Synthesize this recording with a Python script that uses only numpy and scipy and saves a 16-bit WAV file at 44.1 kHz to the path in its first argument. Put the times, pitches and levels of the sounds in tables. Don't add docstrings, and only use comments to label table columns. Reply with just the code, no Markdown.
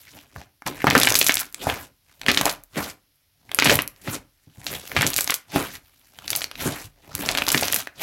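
import sys
import numpy as np
from scipy import signal
from scipy.fft import rfft, irfft
from scipy.io import wavfile
from scipy.ndimage import uniform_filter1d

SR = 44100
rng = np.random.default_rng(int(sys.argv[2]) if len(sys.argv) > 2 else 0)


def output_pcm(signal):
    pcm = np.clip(np.atleast_2d(signal).T, -1, 1) * 32767
    wavfile.write(sys.argv[1], SR, np.round(pcm).astype(np.int16))


N = 353946

# start in seconds, pop level in dB, cavity pitch in Hz, sputter level in dB.
AIR_POCKETS = [(0.843, 2, 680, -33), (0.8696, 6.5, 1054, -17.5), (0.909, 4.5, 2600, -26),
               (0.9518, 11, 1307, -16.5), (0.978, 2, 5900, -19.5), (1.0144, 5.5, 3670, -21),
               (1.033, 13.5, 4770, -21), (1.072, 8, 2050, -18.5), (1.0879, 2, 6500, -24),
               (1.1161, -4.5, 726, -36.5), (1.1538, 14, 6350, -14), (1.1889, 12, 10700, -10.5),
               (1.2136, 12.5, 3700, -24.5), (1.244, 5.5, 8300, -24.5), (1.266, 9, 6000, -16),
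               (1.2942, 6.5, 2150, -18.5), (1.3704, 3, 4340, -27), (1.4, 4, 11000, -22.5),
               (1.6697, -5, 686, -27), (2.2839, 4, 2060, -14.5), (2.3737, 9.5, 3260, -20),
               (2.4116, -4, 980, -31), (2.4554, 5, 6100, -19.5), (2.4555, -12, 790, -20),
               (2.495, 1, 4760, -26.5), (3.588, 8, 2140, -21), (3.6227, 3.5, 2140, -20),
               (3.6448, 3, 6460, -18), (3.6572, 2, 2020, -15.5), (3.6963, 7, 2600, -15),
               (3.7899, 2, 1930, -25), (4.076, -10.5, 1760, -35.5), (4.6666, 0, 3870, -29.5),
               (4.9651, 1, 1760, -18), (5.0106, 3.5, 2080, -26.5), (5.028, 2.5, 1880, -24.5),
               (5.049, -13.5, 605, -33.5), (5.0662, 8, 6740, -20.5), (5.1635, 2, 8000, -19),
               (5.1816, 4, 8400, -20), (5.2084, 9.5, 8400, -24), (5.2981, -0.5, 2190, -25.5),
               (5.3419, 7, 9100, -24.5), (5.5602, -0.5, 780, -28), (6.304, 5.5, 7800, -24.5),
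               (6.362, 10, 10200, -23.5), (7.2893, 3, 3770, -30), (7.374, 2, 3530, -25.5),
               (7.5185, 10, 7700, -21), (7.576, 2, 4800, -31), (7.625, -6.5, 830, -33),
               (7.744, 15.5, 10200, -21.5)]
SEAL_S, SEAL_DB, BIG_POP_DB = 0.0049, -13.5, 0.5

# start in seconds, level in dB, pitch in Hz.
TAUT_FILMS = [(0.3618, -17, 1280), (0.6214, -20, 1570), (0.6751, 1, 8700), (0.778, -24, 2080),
              (0.902, 4.5, 5640), (0.9325, -4, 12000), (1.0002, 12.5, 7900), (1.0477, 0, 3184),
              (1.0543, 5, 7950), (1.067, 2, 9000), (1.0973, 5, 9000), (1.104, 10, 7000), (1.123, 7, 5530),
              (1.143, 6, 6000), (1.2276, 5, 7000), (1.285, 13, 11100), (1.3217, 5, 7500),
              (1.3421, 8.5, 7860), (1.355, 9, 8900), (1.394, 1, 10500), (1.5259, -11, 11800),
              (1.5452, 0, 8550), (1.6992, -0.5, 2942), (2.2154, -9.5, 3670), (2.2337, -19, 2950),
              (2.264, -1.5, 2900), (2.316, 4.5, 4560), (2.3465, 1, 4200), (2.413, 9.5, 5800),
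              (2.637, -14, 12300), (3.4932, -24.5, 1900), (3.5163, -7.5, 3200), (3.5468, 10, 9600),
              (3.5994, 6, 5500), (3.7155, 3, 6500), (3.7556, 11.5, 9500), (3.8207, 3, 11100),
              (3.877, -0.5, 10000), (3.9624, -29, 5000), (4.644, -15.5, 10800), (4.8742, -20.5, 3460),
              (4.917, -11.5, 2060), (5.0201, 6, 8800), (5.103, 2.5, 12000), (5.1341, -0.5, 5040),
              (5.1413, 0, 6700), (5.1881, -2.5, 2200), (5.2438, 3.5, 10100), (5.276, 0.5, 5300),
              (5.306, 12.5, 7650), (5.322, -7.5, 1790), (5.7535, -18, 3820), (6.188, -15.5, 3080),
              (6.2794, -3, 4930), (6.331, -1.5, 3430), (6.353, 2.5, 5170), (6.4184, -3.5, 3450),
              (6.4423, 0, 5100), (6.514, -12, 3220), (6.5553, -15, 3600), (7.1448, -28, 1840),
              (7.152, 2.5, 8800), (7.3146, 0, 7900), (7.3506, 1, 3230), (7.385, 3.5, 2650),
              (7.4209, 3.5, 2900), (7.467, -1, 4700), (7.4793, -6.5, 1040), (7.4834, 6, 5500),
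              (7.4897, 7, 5560), (7.5031, 3.5, 4000), (7.546, 5, 2700), (7.5796, 3, 4050),
              (7.6115, 2, 9500), (7.6325, 1.5, 4780), (7.656, -18, 4640), (7.6826, 2.5, 5500),
              (7.7254, 14, 11500), (7.7325, 3, 3500), (7.762, 10, 10300), (7.8724, -12, 1850)]


# time of full force in seconds, swell in seconds, hold in seconds,
# level in dB before the mix, brightness in dB.
PRESSES = [(0.96, 0.3, 0.47, -32, -3), (2.29, 0.13, 0.22, -35, -2), (3.7, 0.27, 0.038, -25, -0.5),
           (4.97, 0.24, 0.34, -39, 0.5), (6.33, 0.41, 0.09, -42.5, 4.5), (7.55, 0.4, 0.25, -34, 4)]
# squash, squelch and fizz in dB.
PRESS_MIX_DB = (-2, -2, -3)
# sag of squash, squelch and fizz in dB per second.
PRESS_SAG_DB_PER_S = (58.5, 28, 1.5)

# time of full grip in seconds, swell in seconds,
# hold in seconds, level in dB before the mix, brightness in dB.
FOLDS = [(0.0, 0.12, 0.23, -59, 9.5), (0.15, 0.14, 0.015, -51, -1), (0.39, 0.31, 0.027, -51, 0),
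         (0.665, 0.016, 0.0015, -29, -1.5), (0.76, 0.12, 0.19, -45.5, 1), (2.09, 0.19, 0.19, -64.5, 5.5),
         (4.71, 0.21, 0.045, -37, 3), (4.83, 0.81, 0.15, -51, 7.5), (5.88, 0.306, 0.33, -67, 8.5),
         (7.05, 0.2, 0.092, -65.5, 7.5), (7.21, 0.21, 0.091, -36.5, 5), (7.28, 0.44, 0.13, -34.5, -1)]
# squash, squelch and fizz in dB.
FOLD_MIX_DB = (-5.5, -3.5, -5)
# sag of squash, squelch and fizz in dB per second.
FOLD_SAG_DB_PER_S = (16.5, 7, 11.5)

# time of full pull in seconds, swell in seconds, hold in seconds,
# level in dB before the mix, brightness in dB.
PEELS = [(1.63, 0.088, 0.089, -35, 3), (1.69, 0.21, 0.16, -30, 2), (2.778, 0.084, 0.135, -30, 1),
         (4.08, 0.085, 0.0098, -35, 0), (4.15, 0.27, 0.001, -32.5, 3), (5.562, 0.11, 0.2, -27, 0.5),
         (6.61, 0.076, 0.084, -32.5, 4), (6.675, 0.24, 0.18, -30.5, 2), (8.02, 0.099, 0.02, -31, 4.5)]
# squash, squelch and fizz in dB.
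PEEL_MIX_DB = (-6, -4, -6.5)
# sag of squash, squelch and fizz in dB per second.
PEEL_SAG_DB_PER_S = (127.5, 116, 119)
# squash, squelch and fizz in dB.
PEEL_CLING_DB = (28, 22.5, 11)
# fall of squash, squelch and fizz in dB per second.
PEEL_RELEASE_DB_PER_S = (237, 531, 582)

SWELL_DB = 48.5
# fall of squash, squelch and fizz in dB per second.
RELEASE_DB_PER_S = (235, 304.5, 372.5)
# squash, squelch and fizz in dB.
SETTLING_DB = (-92.5, -96.5, -80.5)

# start in seconds, level in dB, pitch in Hz.
TABLE_THUMPS = [(0.356, -39, 84.8), (0.872, -22.5, 131.4), (0.953, -14, 322), (1.713, -37, 86.5),
                (2.281, -21, 270), (2.765, -24.5, 224), (3.657, -21.5, 160), (4.077, -29, 169),
                (4.467, -49, 130), (4.574, -43.5, 96.4), (4.964, -24, 129.5), (5.04, -25.5, 192.4),
                (6.655, -21.5, 199), (6.839, -43.5, 92.7), (7.077, -51, 109), (7.138, -37.5, 99),
                (7.545, -21.5, 267)]
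# pitch in Hz, gain at the peak in dB, decay by 60 dB in seconds.
LOW_MODES = [(39, 4.5, 1.1), (76.4, -3.5, 0.21), (143, -6, 0.26), (287.5, 4, 0.14), (366, -4, 0.27)]
# frequency in Hz, density in dB per Hz.
ROOM_TONE_SHAPE = [(25, -6.5), (78, 1), (200, -24.5), (5500, -13.5), (7600, -27), (9500, -16.5)]
ROOM_TONE_DB = -65.5
# frequency in Hz, gain in dB.
MIC_COLOUR = [(30, -3.5), (100, 3.5), (380, -2), (700, 0.5), (1100, -2.5), (2000, -0.06), (7500, -2.5),
              (9200, -5.5), (11500, 2), (15500, -5)]
CUTOFF_HZ = 16000


def pops(sputter_s=0.021, sputter_width=1.95, sputter_per_s=1700, grain_db=4.5, gush=1.0, gush_s=0.012):
    out = np.zeros(N)
    t = np.arange(SR // 10) / SR
    for start_s, pop_db, hz, sputter_db in AIR_POCKETS:
        add(out, start_s, from_db(pop_db) * burst(hz))
        air = band(grains(sputter_per_s, grain_db, len(t)), hz / sputter_width, hz * sputter_width)
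        emptying_s = sputter_s * (3000 / hz) ** .4
        flow = np.exp(-.5 * (t / emptying_s) ** 2)
        first_rush = 1 + gush * np.exp(-t / gush_s)
        sputter = rms_one(air * flow * first_rush) * np.sqrt(np.mean(flow ** 2))
        add(out, start_s, from_db(sputter_db) * sputter)
    return out


def snaps():
    out = np.zeros(N)
    for start_s, level_db, hz in TAUT_FILMS:
        add(out, start_s, from_db(level_db) * burst(hz))
    return out


def burst(hz, cycles=1.31, snap_db=-14.5, snap_s=0.00024, scatter_db=-1.0, scatter_s=0.0019,
          scatter_db_per_octave=-3, bass_cut_share=0.16):
    t = np.arange(SR // 50) / SR
    cavity = np.sin(2 * np.pi * hz * t) * from_db(-20 * t * hz / cycles)
    snap_noise, scatter_noise = rng.standard_normal((2, len(t)))
    sound = cavity + from_db(snap_db) * snap_noise * np.exp(-t / snap_s)
    bass_cut = signal.butter(1, min(bass_cut_share * hz, CUTOFF_HZ), "high", fs=SR)
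    sound = signal.lfilter(*bass_cut, sound)
    scatter = scatter_noise * (np.exp(-t / scatter_s) - np.exp(-10 * t / scatter_s))
    scattered = signal.fftconvolve(sound, scatter / np.linalg.norm(scatter))[:len(t)]
    octaves = max(np.log2(hz / 2500), 0)
    return sound + from_db(scatter_db + scatter_db_per_octave * octaves) * scattered


def ticks(work_db, tick_db=18.5, spread_db=0.5, count=1200):
    out = np.zeros(N)
    for when, chance, pitch in rng.random((count, 3)):
        level_db = work_db[int(when * N)]
        if chance < np.clip((level_db + 38) / 10, .1, 1):
            gain_db = level_db + tick_db + 6 * pitch + spread_db * rng.standard_normal()
            add(out, when * N / SR, from_db(gain_db) * burst(1500 * 7 ** pitch))
    return out


def crackle(squash, squelch, fizz, per_s, grain_db, clump_db, patchy_db=4.0, shove_db=-25, shove_share=0.68):
    clicks = grains(per_s, grain_db, N) * from_db(clump_db * drift(260))
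    clicks /= np.sqrt(np.abs(uniform_filter1d(clicks ** 2, SR // 60)) + 1e-9)
    anchors = np.log([65, 290, 1500, 9000])
    shove = shove_db + shove_share * squash
    levels = np.array([shove, squash, squelch, fizz])
    out = np.zeros(N)
    for hz in np.geomspace(45, 13000, 13):
        shares = np.array([np.interp(np.log(hz), anchors, row) for row in np.eye(4)])
        fresh_signs = rng.choice([-1, 1], N)
        bubbles = rms_one(band(clicks * fresh_signs, hz / 1.28, hz * 1.28))
        patches = rms_one(from_db(patchy_db * drift(50)))
        out += bubbles * from_db(shares @ levels) * patches
    return out


def sealing():
    stall = np.zeros(N)
    for start_s, pop_db, _, _ in AIR_POCKETS:
        if pop_db > BIG_POP_DB:
            add(stall, start_s - SEAL_S, np.sqrt(np.linspace(0, 1, round(SEAL_S * SR))))
    return from_db(SEAL_DB * stall)


def strokes(rows, mix_db, sag_db_per_s, release_db_per_s=RELEASE_DB_PER_S, deepest_sag_db=np.inf):
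    power = np.zeros((3, N))
    now = np.arange(N) / SR
    for full_s, swell_s, hold_s, level_db, bright_db in rows:
        near = np.abs(now - full_s) < 1
        t = now[near] - full_s
        swell = SWELL_DB * np.minimum(t, 0) / swell_s
        sag = np.minimum(np.outer(np.clip(t, 0, hold_s), sag_db_per_s), deepest_sag_db).T
        release = np.outer(release_db_per_s, np.maximum(t - hold_s, 0))
        top = level_db + np.array(mix_db) + bright_db * np.array([-1, 0, 1])
        power[:, near] += from_db(top[:, None] + swell - sag - release) ** 2
    return power


def kneading(power):
    return 10 * np.log10(power + from_db(SETTLING_DB)[:, None] ** 2)


def thumps(attack_s=0.001, decay_s=0.024, width=1.67):
    out = np.zeros(N)
    t = np.arange(SR // 4) / SR
    push = (1 - np.exp(-t / attack_s)) * np.exp(-t / decay_s)
    push_rms = np.sqrt(np.mean(push ** 2))
    for start_s, level_db, hz in TABLE_THUMPS:
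        bump = band(rng.standard_normal(len(t)) * push, hz / width, hz * width)
        add(out, start_s, from_db(level_db) * rms_one(bump) * push_rms / push.max())
    return out


def low_ring(x):
    out = np.zeros(N)
    for hz, peak_db, t60 in LOW_MODES:
        r = from_db(-60 / (t60 * SR))
        feed = [(1 - r * r) / 2, 0, (r * r - 1) / 2]
        poles = [1, -2 * r * np.cos(2 * np.pi * hz / SR), r * r]
        out += from_db(peak_db) * signal.lfilter(feed, poles, x)
    return out


def room(x, tail_db=-14, low_t60=0.27, high_t60=0.16):
    t = np.arange(SR // 2) / SR
    low, high = rng.standard_normal((2, len(t)))
    low_tail = band(low, 100, 2500) * from_db(-60 * t / low_t60)
    high_tail = band(high, 2500, CUTOFF_HZ) * from_db(-60 * t / high_t60)
    tail = (low_tail + high_tail) * (t > .005)
    return from_db(tail_db) * signal.fftconvolve(x, tail / np.linalg.norm(tail))[:N]


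def room_tone():
    return from_db(ROOM_TONE_DB) * rms_one(coloured(rng.standard_normal(N), ROOM_TONE_SHAPE))


def from_db(db):
    return 10 ** (np.asarray(db) / 20)


def rms_one(x):
    return x / np.sqrt(np.mean(x ** 2) + 1e-20)


def at_hz(points, hz):
    f, db = np.transpose(points)
    return np.interp(np.log(np.maximum(hz, 1)), np.log(f), db)


def band(x, low, high):
    edges = [min(low, .4 * SR), min(high, .45 * SR)]
    return signal.sosfilt(signal.butter(2, edges, "band", fs=SR, output="sos"), x + 1e-18)


def coloured(x, points):
    size = 8192
    gain = from_db(at_hz(points, np.fft.rfftfreq(size, 1 / SR)))
    cepstrum = irfft(np.log(gain))
    cepstrum[1:size // 2] *= 2
    cepstrum[size // 2 + 1:] = 0
    return signal.fftconvolve(x, irfft(np.exp(rfft(cepstrum))))[:len(x)]


def drift(rate):
    knots = rng.standard_normal(N // 20)
    return rms_one(np.interp(np.arange(N) / SR * rate, np.arange(len(knots)), knots))


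def grains(per_s, spread_db, size):
    heights = from_db(spread_db * np.minimum(rng.exponential(1, size), 4))
    return (rng.random(size) < per_s / SR) * heights * rng.choice([-1, 1], size)


def add(out, start_s, sound):
    start = round(start_s * SR)
    out[start:start + len(sound)] += sound[:N - start]


def scene():
    press_power = strokes(PRESSES, PRESS_MIX_DB, PRESS_SAG_DB_PER_S)
    fold_power = strokes(FOLDS, FOLD_MIX_DB, FOLD_SAG_DB_PER_S)
    squash, squelch, fizz = kneading(press_power + fold_power)
    gripping = sealing() * crackle(squash, squelch, fizz, per_s=4000, grain_db=4.0, clump_db=4.0)
    peel_power = strokes(PEELS, PEEL_MIX_DB, PEEL_SAG_DB_PER_S, PEEL_RELEASE_DB_PER_S, PEEL_CLING_DB)
    peeling = crackle(*kneading(peel_power), per_s=6000, grain_db=2.5, clump_db=2.5)
    slime = pops() + snaps() + ticks(np.maximum(squelch, fizz)) + gripping + peeling + thumps()
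    return (slime + low_ring(slime) + room(slime) + room_tone())[None]


def record(dry):
    clipped = np.clip(coloured(dry[0], MIC_COLOUR), -.88, .88)
    top_cut = signal.ellip(10, .1, 70, CUTOFF_HZ, fs=SR, output="sos")
    return signal.sosfilt(top_cut, clipped)[None]


dry = scene()
out = record(dry)
output_pcm(out)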